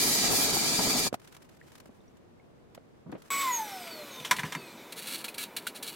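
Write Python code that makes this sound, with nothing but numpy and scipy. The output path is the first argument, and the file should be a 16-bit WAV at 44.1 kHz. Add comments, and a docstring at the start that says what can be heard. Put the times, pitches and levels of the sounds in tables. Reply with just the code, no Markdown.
"""A loud, whistling suck of air: a vacuum cleaner draws through its hose in a small kitchen, then stops.
A few quiet taps and bumps follow. The motor is suddenly heard at full speed and coasts down with a
falling whine as air drag and bearing friction brake it. Plastic parts knock together and ring,
and the ribbed hose is dragged over an edge, rasping and clicking."""
import sys
import numpy as np
from scipy import signal
from scipy.fft import rfft, irfft, next_fast_len
from scipy.io import wavfile
from scipy.ndimage import uniform_filter1d

SR = 44100
rng = np.random.default_rng(int(sys.argv[2]) if len(sys.argv) > 2 else 0)


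def unload_audio(sound):
    """Save the sound as a 16-bit wav file, at the path given as the first command line argument."""
    columns = np.transpose(np.atleast_2d(sound))
    # keep every value between -1 and 1, then stretch to whole-number steps
    steps = np.round(np.clip(columns, -1, 1) * 32767)
    wavfile.write(sys.argv[1], SR, steps.astype(np.int16))


N = 262395
T = np.arange(N) / SR
SUCTION_END_S, MOTOR_ON_S, COAST_S = 1.08, 3.304, 3.42
TOP_HZ = 16000

# plastic knocks: (time [s], level [dB], treble tilt [dB], nominal decay [s], thump level [dB])
KNOCKS = [(3.416, -36, 7, .04, -67), (3.872, -42.5, 6.5, .06, -61), (4.199, -45.5, 9.5, .05, -52),
          (4.248, -31, 4, 0.12, -64), (4.3106, -11.5, .5, .063, -38), (4.365, -33.5, 7, 0.042, -48),
          (4.386, -29.5, -7, 0.058, -49), (4.3931, -25.5, 0, .062, -50), (4.433, -27.5, -6.5, 0.071, -38),
          (4.451, -36.5, 1, 0.19, -45), (4.522, -30.5, 1.5, 0.1, -56), (4.55, -26, -2, .042, -38.5)]
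# resonances of the motor housing: (frequency [Hz], width [Hz], boost [dB])
HOUSING = [(950, 70, 5.9), (2340, 230, 7.2), (3560, 240, 7.5), (4480, 270, 1.9)]


def undb(db):
    """Decibels to gain."""
    return 10 ** (np.asarray(db) / 20)


def unit(x):
    """Scale to rms 1."""
    return x / np.sqrt(np.mean(x ** 2))


def gate(start, end, fade):
    """Open from start to end, with short ramps outside."""
    return np.clip((T - start) / fade + 1, 0, 1) * np.clip((end - T) / fade + 1, 0, 1)


def walk(rate):
    """Smooth random drift of rms 1, with `rate` turns a second."""
    hold = max(int(SR / rate), 1)
    steps = np.repeat(rng.standard_normal(N // hold + 1), hold)
    return unit(uniform_filter1d(steps, hold)[:N])


def colour(x, points, peaks=()):
    """EQ x along (Hz, dB) points, rolled off at both ends, with resonances on top; rms 1."""
    f = np.fft.rfftfreq(len(x), 1 / SR) + 1
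    hz, db = np.transpose(points)
    gain = undb(np.interp(np.log(f), np.log(hz), db))
    gain /= np.sqrt((1 + (hz[0] / f) ** 6) * (1 + (f / hz[-1]) ** 12))
    for centre, width, peak_db in peaks:
        gain *= 1 + (undb(peak_db) - 1) / (1 + (2 * (f - centre) / width) ** 2)
    return unit(irfft(rfft(x) * gain, len(x)))


def noise(points, peaks=(), size=2 ** 18 + 2 ** 13):
    """Coloured noise of rms 1."""
    return colour(rng.standard_normal(size), points, peaks)[:N]


def wide(points, side_db, peaks=(), size=2 ** 18 + 2 ** 13):
    """Stereo noise whose middle has rms 1."""
    mid, side = noise(points, peaks, size), noise(points, peaks, size)
    return mid + undb(side_db) * side * np.array([[1], [-1]])


def stroke(s, length, attack, release):
    """Envelope of a movement: it builds up, holds until s + length and dies away."""
    return np.clip((T - s) / attack, 0, 1) * np.exp(-np.maximum(T - s - length, 0) / release)


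def fall(t60, rise, size=16384):
    """Envelope of a blow: a quick rise and an exponential fall."""
    t = T[:size]
    return (1 - np.exp(-t / rise)) * np.exp(-np.log(1000) * t / t60)


def ring(hz, t60, rise=0.00038):
    """One decaying mode."""
    envelope = fall(t60, rise)
    return np.sqrt(2) * envelope * np.sin(2 * np.pi * hz * T[:len(envelope)])


def add(out, s, sound):
    """Mix a sound in at time s."""
    i = int(s * SR)
    out[..., i:i + sound.shape[-1]] += sound[..., :N - i]


def cupboards(x, wet_db, t60):
    """Hard surfaces close by: a short wash of reflections that ripples the spectrum; level kept."""
    echoes = rng.standard_normal(x.shape[:-1] + (4096,)) * fall(t60, 0.0008, size=4096)
    echoes *= undb(wet_db) / np.sqrt(np.sum(echoes ** 2, axis=-1, keepdims=True))
    return (x + signal.fftconvolve(x, echoes, axes=-1)[..., :N]) / np.sqrt(1 + undb(wet_db) ** 2)


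def whistle(hz, width):
    """An edge tone fed by turbulence: its pitch trembles and its strength flickers."""
    phase = 2 * np.pi * np.cumsum(hz + .7 * width * walk(4 * width)) / SR
    return unit(np.sin(phase) * undb(3 * walk(70)))


def nozzle(x, lag_ms, echo):
    """The jet mixes with its echo off the surface; as the nozzle moves, hollow bands slide about."""
    lag = lag_ms / 1000 * (1 + 0.13 * walk(7))
    return np.array([c + echo * np.interp(T - lag, T, c) for c in x]) / np.sqrt(1 + echo ** 2)


def suction():
    """Air tears into the nozzle: whistling hiss over a buffeting rumble in the hose."""
    # spectra of the jet and of the buffeting: (frequency [Hz], level [dB])
    hiss_eq = [(1200, -13.5), (2000, -5.5), (2900, -8.5), (3900, -3.5), (4600, 1.5), (5400, -4.5),
               (6900, -2), (7600, -5.5), (10000, -9.5)]
    rumble_eq = [(15, -45.5), (25, -11), (70, -14.5), (270, -2), (305, -5), (452, -4.5), (493, -11.5),
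                 (706, -6.5), (994, -11.5), (1100, -17), (1290, -10), (1500, -27.5), (1950, -55),
                 (3300, -120)]
    # hose and nozzle whistles: (pitch [Hz], width [Hz], starting level against the hiss [dB])
    edge_tones = [(1664, 30, -20.5), (2352, 22, -13), (3530, 26, -18.5), (4450, 89, -18.5),
                  (4723, 26, -10.5), (5730, 47.7, -21.5), (7000, 130, -16.5), (8270, 39, -19),
                  (9450, 92, -18.5)]
    # the nozzle grazes a surface, so the jet sharpens and buffets:
    # (time [s], length [s], top hiss boost [dB], rumble boost [dB])
    grazes = [(-.02, 0.17, 7.5, 0.5), (0.291, 0.15, 7, 1), (0.523, 0.065, 5.5, 2), (0.772, .14, 1, 2)]
    hiss_db, top_db, rumble_db = -30, -39.5, -36
    sag_db_per_s, whistle_swell_db_per_s, stop_db_per_s = 2.54, 3, 1700
    for s, length, top_boost, rumble_boost in grazes:
        touch = stroke(s, length, attack=0.02, release=0.027)
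        top_db += touch * top_boost
        rumble_db += touch * rumble_boost
    flutter = walk(44.76)
    flow = undb(hiss_db - sag_db_per_s * T + flutter)
    whistles = sum(undb(db) * np.array([whistle(hz, width), whistle(hz, width)])
                   for hz, width, db in edge_tones)
    whistles *= flow * undb(whistle_swell_db_per_s * T)
    hiss = wide(hiss_eq, side_db=0) * flow
    top = wide([(9000, -2.5), (12000, -4), (16000, -7.5)], side_db=0) * undb(top_db + 1.9 * flutter)
    jet = cupboards(nozzle(hiss + top, lag_ms=1.117, echo=.32), wet_db=-6, t60=0.08)
    rumble_peaks = [(161, 16, 3.4), (182, 9.94, 3.9), (241, 6.6, 5.4), (279, 11, 3.5)]
    rumble = wide(rumble_eq, side_db=-5.5, peaks=rumble_peaks) * undb(rumble_db + 2 * walk(60.07))
    return (jet + whistles + rumble) * undb(-stop_db_per_s * np.maximum(T - SUCTION_END_S, 0))


def room_tone():
    """The quiet room: a wide, dark hush."""
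    # spectrum of the hush: (frequency [Hz], level [dB])
    room_eq = [(15, -32), (25, -21), (127, -5), (326, -7.5), (354, -6), (394, -10), (463, -9.5), (796, -17),
               (1260, -22.5), (1370, -24), (4250, -36), (5570, -38.5), (16000, -49)]
    return wide(room_eq, side_db=0.5) * undb(-60 + 0.43 * walk(42))


def deep_rumble():
    """A faint, deep bed under everything."""
    # spectrum of the bed: (frequency [Hz], level [dB])
    deep_eq = [(18, -5), (40, -5.5), (90, -2.5)]
    return noise(deep_eq) * undb(-78.5)


def bumps():
    """Soft contacts, and the body rocking under each knock: a damped swing with a little rattle."""
    # dull bumps: (time [s], level [dB], pitch [Hz], rattle t60 [s])
    contacts = [(.566, -26.5, 784, .044), (.79, -27.5, 760, 0.059), (1.065, -22, 750, 0.031),
                (1.127, -18.5, 470, 0.014), (1.141, -21.5, 625, 0.023), (1.857, -38.5, 400, 0.021),
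                (1.892, -40.5, 268, .035), (2.776, -36, 515, 0.022), (3.061, -42.5, 170, 0.21),
                (3.095, -38.5, 260, 0.086), (3.1246, -28, 516, 0.03), (3.134, -39, 330, .15),
                (3.15, -39, 480, 0.089)]
    thump_hz, thump_t60_s = 146.4, .22
    thumps = [(s + 0.0029, db, thump_hz, thump_t60_s) for s, *_, db in KNOCKS]
    out = np.zeros((2, N))
    for s, db, hz, t60 in contacts + thumps:
        rattle_eq = [(max(hz / 4, 100), -4), (hz * 1.17, 0), (hz * 2.02, -13), (hz * 8, -30)]
        rattle = wide(rattle_eq, side_db=-2 if s < MOTOR_ON_S else -40, size=16384)
        swing = ring(hz, t60 * 0.5, rise=0.00067)
        add(out, s, undb(db) * (swing + 0.94 * rattle * fall(t60, 0.0014)))
    return out


def fingers():
    """Fingers shift their grip on the plastic: light taps, and rubs that crackle and tick."""
    # light taps: (time [s], relative level [dB])
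    taps = [(1.128, -37), (1.1404, -29), (1.2735, -44), (1.197, -49), (1.324, -45.5), (1.3478, -46.5),
            (1.365, -42), (1.419, -50), (1.7175, -48), (1.7525, -42.5), (1.7997, -42.5), (1.856, -49),
            (2.169, -55), (2.7474, -42), (3.1162, -47.5), (3.219, -46)]
    # rubs: (time [s], length [s], level [dB])
    rubs = [(1.206, 0.069, -64.5), (1.332, .19, -71), (1.587, 0.23, -69.5), (1.9, 0.19, -81),
            (3.108, 0.079, -70), (3.218, 0.048, -65)]
    ticks_per_s = 22
    finger_eq = [(900, 9), (2200, 2.5), (4000, -2), (7000, -3.5), (16000, -10)]
    rubbing = sum(undb(db) * stroke(s, length, attack=0.036, release=0.071) for s, length, db in rubs)
    out = wide(finger_eq, side_db=-0.58) * undb(4.9 * walk(90)) * rubbing
    ticks = []
    for s, length, db in rubs:
        count = int(np.ceil(length * ticks_per_s))
        for i in range(count):
            ticks.append((s + length * (i + rng.random()) / count, db + 8 + 2 * rng.standard_normal()))
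    for s, db in taps + ticks:
        tap = wide(finger_eq, side_db=-.5, size=16384) * fall(t60=.036, rise=0.0014)
        add(out, s, undb(db - 3.5) * tap)
    return out


def hose():
    """The hollow tube pops now and then; its ribs rasp over an edge and snap free. Before that, plastic parts
    briefly rub together."""
    # hollow pops: (time [s], level [dB], pitch [Hz], t60 [s])
    pops = [(1.142, -26.5, 687, 0.026), (1.614, -44, 1870, 0.03), (2.005, -64, 3680, 0.038),
            (2.08, -61, 5800, 0.031), (2.398, -58, 2200, .03), (5.285, -35, 2500, 0.052),
            (5.669, -27.5, 1507, 0.072)]
    # drags: (time [s], length [s], level [dB]); the first two rows are plastic parts rubbing together, the rest
    # the hose dragged over the edge
    drags = [(4.12, .11, -57), (4.341, .05, -47), (4.955, 0.038, -39.5), (5.009, 0.059, -45),
             (5.065, .095, -38), (5.167, 0.048, -46), (5.374, 0.06, -37.5), (5.603, .06, -58),
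             (5.742, 0.02, -41), (5.853, 0.043, -40), (5.917, 0.016, -44.5)]
    # ribs snapping free: (time [s], relative level [dB], t60 [s])
    snaps = [(4.9228, -28.5, 0.045), (5.2425, -26.5, 0.084), (5.281, -32.5, 0.085), (5.343, -35.5, 0.069),
             (5.3808, -25.5, 0.068), (5.5653, -25.5, 0.092), (5.6683, -26, 0.087), (5.8264, -30.5, 0.13),
             (5.8761, -32.5, 0.072)]
    rasp = grit(next_fast_len(N), rate=7000, spread_db=1.6)[:N]
    rasp *= undb(1.36 * walk(200) + 0.76 * walk(50))
    out = rasp * sum(undb(db) * stroke(s, length, attack=0.021, release=0.016) for s, length, db in drags)
    for s, db, t60 in snaps:
        add(out, s - .001, undb(db - 2) * grit(16384, rate=20000, spread_db=0.8) * fall(t60, 0.0018))
    for s, db, hz, t60 in pops:
        # close modes beat against each other
        pop = 0.5 * ring(hz, t60) + 0.5 * ring(hz * 0.993, t60 * 0.62)
        pop += 0.24 * ring(hz * 0.98, t60 * 0.35)
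        add(out, s, undb(db) * pop)
    return cupboards(out, wet_db=-7.5, t60=0.037)


def shaft_speed():
    """Turns a second: air drag (as speed squared) and steady bearing friction brake the rotor."""
    full_hz, air_drag, bearing_drag = 1111.2, .0010857, 133.4
    knee_hz = np.sqrt(bearing_drag / air_drag)  # both brake equally here
    coasting_s = np.maximum(T - COAST_S, 0)
    return knee_hz * np.tan(np.arctan(full_hz / knee_hz) - np.sqrt(air_drag * bearing_drag) * coasting_s)


def casing_db(hz):
    """Gain of the motor's casing: a tone swells as it slides across a resonance."""
    # casing resonances: (frequency [Hz], width [Hz], boost [dB])
    resonances = [(596, 35, 9.5), (754, 83, 8.5), (891, 55, 18), (1035, 160, 14), (1103, 37, 8),
                  (2014, 200, 12), (2225, 35, 6), (2520, 440, 9.5), (3610, 240, 10), (4400, 420, 10),
                  (6620, 390, 24.5), (7790, 140, 12.5), (13100, 1900, 11)]
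    boost = sum((undb(db) - 1) / (1 + (2 * (hz - centre) / width) ** 2) ** 2
                for centre, width, db in resonances)
    return 20 * np.log10(1 + boost)


def motor():
    """Unbalance, seven fan blades and the commutator sing at shaft-speed multiples, over rushing air."""
    # main tones: (multiple of the shaft speed, level before the casing [dB], loss as speed halves [dB])
    tones = [(1, -42, 14.5), (2, -47, 20), (7, -50.5, 9), (14, -51, 32)]
    # faint commutator and blade overtones: (multiple of the shaft speed, level before the casing [dB])
    overtones = [(11, -82), (12, -64.5), (13, -79), (17, -79), (18, -74), (19, -78), (20, -79), (21, -80),
                 (22, -73), (23, -76), (24, -70), (28, -79), (36, -74)]
    overtone_casing_share, flicker_db = 0.15, 3.5
    fade_start_s, fade_db_per_s = 4.7, 25
    hz = shaft_speed()
    halvings = np.log2(hz[0] / hz)
    angle = 2 * np.pi * np.cumsum(hz * (1 + 0.00134 * walk(500))) / SR
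    partials = [(k, db - loss * halvings + casing_db(k * hz)) for k, db, loss in tones]
    partials += [(k, db + overtone_casing_share * casing_db(k * hz) + flicker_db * walk(36))
                 for k, db in overtones]
    whine = sum(np.sqrt(2) * undb(db + 1.3 * walk(90)) * np.sin(k * angle) * (k * hz < TOP_HZ)
                for k, db in partials)
    fade = undb(-fade_db_per_s * np.maximum(T - fade_start_s, 0))
    return cupboards(whine, wet_db=-8.5, t60=0.16) * fade + fan_and_brushes(halvings)


def fan_and_brushes(halvings):
    """Noise through the housing: each time the speed halves, the fan's rush drops far, the brushes less."""
    # spectrum of the fan's air: (frequency [Hz], level [dB])
    air_eq = [(130, -21), (300, -7), (900, -9), (1700, -1.5), (2800, -3), (5000, -5), (8000, -13.5),
              (12000, -17)]
    rush, brushes = undb(-43.5 - 45 * halvings), undb(-44 - 6.2 * halvings)
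    body = noise(air_eq, HOUSING) * undb(0.93 * walk(40))
    hiss = noise([(8000, 2), (10000, -6), (13000, 1.5), (16000, -4)]) * undb(-2.3 - 5.1 * halvings)
    return cupboards((rush + brushes) * (body + hiss), wet_db=-3.5, t60=0.027)


def kitchen_noise():
    """Steady noise of the kitchen, coloured by the housing's resonances."""
    # its spectrum: (frequency [Hz], level [dB])
    kitchen_eq = [(125, -3.5), (220, 1.5), (450, 0.5), (900, -6), (1300, -9), (2000, -14), (3000, -21.5),
                  (4200, -45), (5500, -32), (9000, -26), (16000, -20)]
    return noise(kitchen_eq, HOUSING) * undb(-49.6 + .5 * walk(6.2))


def knocks():
    """Plastic parts collide: a rattling crack whose treble dies first, and the ring of the shell."""
    # spectrum of the crack: (frequency [Hz], level [dB])
    crack_eq = [(180, -56), (300, -27), (701, -13), (978, -3.5), (1150, -5), (1460, -4), (1750, 3),
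                (3130, -1.5), (3640, -7.5), (4590, -19), (5430, -16.5), (16000, -29)]
    # modes of the plastic shell: (frequency [Hz], relative level [dB], t60 [s])
    shell_modes = [(982, -5.5, 0.17), (1013, -1.5, 0.095), (1734, 0.5, 0.055), (1900, 3.5, 0.045),
                   (2110, 5.5, .05), (2360, 3, 0.052), (2910, -1, 0.029), (3650, -7.5, 0.1),
                   (4350, -11, 0.11), (6000, -8, 0.061)]
    out = np.zeros(N)
    for s, db, treble_db, decay, _ in KNOCKS:
        crack = noise(crack_eq, size=16384)
        low = signal.sosfilt(signal.butter(2, 2800, fs=SR, output="sos"), crack)
        high = signal.sosfilt(signal.butter(2, 3200, "high", fs=SR, output="sos"), crack)
        shell = sum(undb(mode_db + 2 * rng.standard_normal()) * ring(hz, t60) * rng.choice([-1, 1])
                    for hz, mode_db, t60 in shell_modes)
        body = low * fall(decay * 1.52, 0.00017)
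        treble = undb(treble_db + 4) * high * fall(decay * 1.29, 0.00021)
        tail = undb(-40) * crack * fall(.3, 0.0096)
        add(out, s, undb(db) * (body + treble + undb(-14) * shell + tail))
    return out


def grit(size, rate, spread_db):
    """Dense stick-slip clicks of uneven size, ringing in the hose wall."""
    # spectrum of the rasp: (frequency [Hz], level [dB])
    rasp_eq = [(1500, -1.5), (2200, -6.5), (3900, -3.5), (5400, -8.5), (7000, -7), (10000, -3.5),
               (13000, -6), (16000, -8)]
    # resonances of the hose wall: (frequency [Hz], width [Hz], boost [dB])
    wall_peaks = [(2347, 100, 8.5), (2910, 300, 8.5), (3820, 160, 4), (4020, 230, 6), (4360, 320, 7.5)]
    slips = (rng.random(size) < rate / SR) * rng.standard_normal(size)
    slips *= undb(spread_db * rng.standard_normal(size))
    return colour(slips, rasp_eq, wall_peaks)


def scene():
    """Suction and room tone are wide; motor, knocks and hose sit in the middle, with no deep bass."""
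    room = room_tone() * gate(0, MOTOR_ON_S, fade=0.0022)
    running = (kitchen_noise() + motor()) * gate(MOTOR_ON_S, T[-1], fade=0.00039)
    low_cut = signal.butter(3, 88, "high", fs=SR, output="sos")
    near = signal.sosfilt(low_cut, running + knocks() + bumps() + hose())
    return suction() + room + near + fingers() + deep_rumble()


def record(dry):
    """A steep cut of the top."""
    return signal.sosfilt(signal.ellip(10, .2, 70, TOP_HZ, fs=SR, output="sos"), dry)


dry = scene()
out = record(dry)
unload_audio(out)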